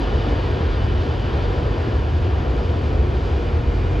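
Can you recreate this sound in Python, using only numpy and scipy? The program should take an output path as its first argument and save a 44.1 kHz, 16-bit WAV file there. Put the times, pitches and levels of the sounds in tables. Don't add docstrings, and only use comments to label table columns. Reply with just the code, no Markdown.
import sys
import numpy as np
from scipy import signal
from scipy.fft import rfft, irfft
from scipy.io import wavfile
from scipy.ndimage import uniform_filter1d

SR = 44100
rng = np.random.default_rng(int(sys.argv[2]) if len(sys.argv) > 2 else 0)


def persist_wave(psi):
    counts = np.round(np.clip(psi, -1, 1) * 32767).astype(np.int16)
    wavfile.write(sys.argv[1], SR, np.atleast_2d(counts).T)


N = 176400
TIME_S = np.arange(N) / SR
FREQ_HZ = np.maximum(np.arange(N // 2 + 1) * SR / N, 1)


def gain(db):
    return 10 ** (np.asarray(db) / 20)


def set_level(sound, db):
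    return sound * gain(db) / np.sqrt(np.mean(sound.mean(axis=0) ** 2))


def over_pitch(table, column=1):
    rows = np.array(table, float)
    return np.interp(np.log(FREQ_HZ), np.log(rows[:, 0]), rows[:, column])


def over_time(table, column=1):
    rows = np.array(table, float)
    return np.interp(TIME_S, rows[:, 0], rows[:, column])


def noise():
    return rfft(rng.standard_normal(N))


def wander(rate_hz):
    drift = irfft(noise() * np.exp(-(FREQ_HZ / rate_hz) ** 2), N)
    return (drift - drift.mean()) / drift.std()


def below(sound, hz, steepness=8):
    return irfft(rfft(sound) / (1 + (FREQ_HZ / hz) ** steepness), N)


# pitch_hz, spread_db, left_lead_rad, left_minus_right_db
MIC_PAIR = [(60, -28.5, 0, -0.9), (120, -21, 0.1, 1.5), (250, -11.5, 0.0039, 0.1), (350, -11, 0, 0.9),
            (517, -7, 0.66, 2.4), (865, -6, 0.61, 4), (1490, -5.5, 1.3, -3.5), (1750, -2, 0.75, 3),
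            (2070, -8, .1, 0), (2600, -15, 0.013, -0.5), (3300, -30.5, 0, 0.5), (4000, -58, 0, 0)]

def stereo_noise(shape):
    sign = np.array([[1], [-1]])
    spread = gain(over_pitch(MIC_PAIR, 1))
    lead, balance_db = over_pitch(MIC_PAIR, 2), over_pitch(MIC_PAIR, 3)
    shared = noise() * np.exp(.5j * sign * lead)
    pair = shared + sign * spread * noise()
    return pair * shape * gain(sign * balance_db / 2) / np.hypot(np.cos(lead / 2), spread)


def even_out(sound, share=.3, window_s=.03):
    outline = np.abs(signal.hilbert(sound.mean(axis=0)))
    power = uniform_filter1d(outline ** 2, int(window_s * SR))
    return sound / power ** (share / 2)


# pitch_hz, relative_db
FLARE_TONE = [(20, -39.5), (30, -20), (41, -9), (49, 7.9), (58, -9), (70, -2), (88, 1), (105, -7),
              (132, -6), (155, -16.5), (185, -26.5), (400, -38.5), (1000, -98.5)]
# time_s, relative_db
FLARE_SWELLS = [(0, -3.4), (.6, 2.1), (1.0, 0.5), (1.17, -2), (1.4, 1), (1.75, -1.5), (2.2, 2.6),
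                (2.6, -2.5), (2.8, -0.5), (3.1, 0.4), (3.6, -0.5), (4, 1.5)]

def flare_rumble():
    rumble = irfft(stereo_noise(gain(over_pitch(FLARE_TONE))), N)
    return set_level(even_out(rumble) * gain(over_time(FLARE_SWELLS)), db=-20)


# peak_s, relative_db, pitch_hz, length_s
RUMBLE_THROBS = [(0.157, 8, 66, 0.018), (0.332, 5.5, 60, 0.029), (0.454, 2, 90, 0.018), (.54, 3, 85, 0.024),
                 (0.592, -3.5, 118, 0.035), (.662, 5.5, 71, .027), (0.778, 2, 63, 0.041),
                 (0.963, 5.5, 69.4, 0.022), (1.347, 2.5, 68, 0.053), (1.547, -4, 69.4, 0.016),
                 (1.786, 3, 75, 0.016), (1.89, -0.5, 112, 0.069), (1.958, 7, 67, 0.018),
                 (2.157, 8.5, 80, 0.039), (2.25, 1.5, 92, 0.015), (2.341, 5.5, 70, 0.056),
                 (2.493, 5, 63, 0.037), (2.587, 4, 61, 0.044), (2.7, 4.5, 77.4, 0.028),
                 (2.862, 4.5, 72, 0.029), (3.007, 8.5, 69, 0.024), (3.168, 6, 67, 0.038),
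                 (3.348, 5.5, 70.4, 0.041), (3.548, 6.5, 76, 0.037), (3.681, 9.5, 70, 0.021)]

def add_throbs(rumble, base_db=-18.6, takeover=.8):
    deep = below(rumble, hz=102)
    phases = rng.uniform(0, 2 * np.pi, len(RUMBLE_THROBS))
    for (peak_s, relative_db, pitch_hz, length_s), phase in zip(RUMBLE_THROBS, phases):
        from_peak_s = TIME_S - peak_s
        swell = np.exp(-2 * np.log(2) * (from_peak_s / length_s) ** 2)
        note = gain(base_db + relative_db) * np.sin(2 * np.pi * pitch_hz * from_peak_s + phase)
        rumble = rumble + swell * (note - takeover * deep)
    return rumble


def through_air(spectrum, bands=9, waver_db=.44, flicker_db=.5):
    waver = waver_db * wander(rate_hz=3)
    octave = np.clip(np.log2(FREQ_HZ / 50), 0, bands - 1)
    out = 0
    for k in range(bands):
        band = irfft(spectrum * np.maximum(1 - np.abs(octave - k), 0), N)
        out = out + band * gain(waver + flicker_db * wander(rate_hz=13))
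    return out


# time_s, low_wash_db, high_wash_db, hiss_db
PHONE_TURN = [(0, 0.5, 1, 1), (0.302, 1.5, 2, 1.7), (0.572, 2, 2.5, 2.1), (0.751, -1, .8, 1.5),
              (1.05, 1.2, 0.2, 1.6), (1.2, 1, -0.5, 0.6), (1.351, 1, 1.7, 1.5), (1.62, 1, 1, -.4),
              (1.918, 1.2, -0.4, 0), (2.081, -1.3, 0, -1.3), (2.25, -0.8, 0.5, -0.5),
              (2.651, 1.2, -1.5, -1.5), (3.05, 0.5, -1, -2), (3.35, 0, -2.1, -1.7), (3.581, -1.5, -1, -2.5),
              (4, -0.8, -0.5, -3)]

def turn_gain(part):
    column = {"low wash": 1, "high wash": 2, "hiss": 3}[part]
    return gain(over_time(PHONE_TURN, column))


# pitch_hz, relative_db
WASH_TONE = [(100, -8), (190, -2), (260, 0.5), (360, 1.46), (450, 0), (560, -5.5), (730, -6.5),
             (850, -10.5), (1000, -10), (1250, -14), (1600, -16), (1850, -18.5), (2020, -23), (3000, -36),
             (6000, -91.5)]

def plant_wash():
    wash = through_air(stereo_noise(gain(over_pitch(WASH_TONE))))
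    low = below(wash, hz=750, steepness=4)
    high = wash - low
    return set_level(low * turn_gain("low wash") + high * turn_gain("high wash"), db=-27.5)


# pitch_hz, wander_hz, level_db, left_lead_rad
MACHINE_NOTES = [(71, 5, -35, 0), (358, 2.5, -44, 1.1), (478, 2.4, -40.5, .7), (737, 12, -51, .6)]

def machine_hum(fade_db=4.0):
    out = 0
    for pitch_hz, wander_hz, level_db, lead in MACHINE_NOTES:
        drifting_hz = pitch_hz + wander_hz / 2 * wander(wander_hz)
        phase = 2 * np.pi * np.cumsum(drifting_hz) / SR
        note = np.sin(phase + np.array([[lead], [-lead]]) / 2)
        out = out + set_level(note * gain(fade_db * wander(rate_hz=3)), level_db)
    return out


# pitch_hz, relative_db
HISS_TONE = [(900, -7.5), (1700, -1), (1860, -1.3), (2020, -5), (2170, -1.1), (2550, 1), (2770, -0.5),
             (3120, 0.5), (3500, -2.5), (4100, -6), (4420, -7.5), (4600, -6.5), (5200, -12), (6200, -18.5),
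             (7200, -24), (8200, -31), (9000, -89)]

def gas_hiss():
    hiss = through_air(stereo_noise(gain(over_pitch(HISS_TONE))))
    hiss = set_level(hiss, db=-41.5)
    body = below(hiss, hz=5500)
    sizzle = hiss - body
    return body * turn_gain("hiss") + sizzle


def whistle(pitch_hz, width_hz, level_db):
    peak = 1 / (1 + ((FREQ_HZ - pitch_hz) / width_hz) ** 2)
    return set_level(irfft(stereo_noise(peak), N), level_db)


# pitch_hz, width_hz, halfway_level_db, fade_db_per_s
PIPE_WHISTLES = [(985, 45, -50.5, 1), (1390, 55, -54.5, .5), (1660, 55, -56, 2.5), (1790, 40, -55.5, 2),
                 (2880, 20, -58.5, .5), (3391, 14, -61.5, 1.8), (3482, 12, -63.5, 1.5),
                 (3645, 35, -64.5, 1.2), (4720, 32, -62, 2), (4856, 7, -68.5, 1.2), (5193, 5, -72, .8)]

def pipe_whistles():
    from_halfway_s = TIME_S - TIME_S.mean()
    out = 0
    for pitch_hz, width_hz, level_db, fade_db_per_s in PIPE_WHISTLES:
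        out = out + whistle(pitch_hz, width_hz, level_db) * gain(-fade_db_per_s * from_halfway_s)
    return out


# time_s, level_db
FADING_VALVE = [(0, -50), (.18, -49.5), (.42, -51), (.7, -55), (.88, -46), (1.08, -52), (2.0, -54),
                (2.4, -57), (4, -58.5)]

def fading_valve():
    return whistle(pitch_hz=2993, width_hz=28, level_db=0) * gain(over_time(FADING_VALVE))


# pitch_hz, width_hz, end_level_db
RISING_VALVE = [(2420, 32, -51), (2150, 150, -51.5)]

def rising_valve(rise_db_per_s=3.5):
    rise = gain(rise_db_per_s * (TIME_S - TIME_S[-1]))
    return sum(whistle(*row) for row in RISING_VALVE) * rise


def scene():
    flare = add_throbs(flare_rumble())
    plant = plant_wash() + machine_hum()
    gas = gas_hiss() + pipe_whistles() + fading_valve() + rising_valve()
    return flare + plant + gas


# pitch_hz, relative_db
HIGH_HISS_TONE = [(5000, -11.5), (11500, 2.5), (13500, -4.5), (15500, -12.5)]

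def record(dry, top_hz=15500):
    high_hiss = irfft(np.array([noise(), noise()]) * gain(over_pitch(HIGH_HISS_TONE)), N)
    treble_cut = signal.ellip(8, .2, 70, top_hz, fs=SR, output="sos")
    return signal.sosfilt(treble_cut, dry + set_level(high_hiss, db=-75.5))


dry = scene()
out = record(dry)
persist_wave(out)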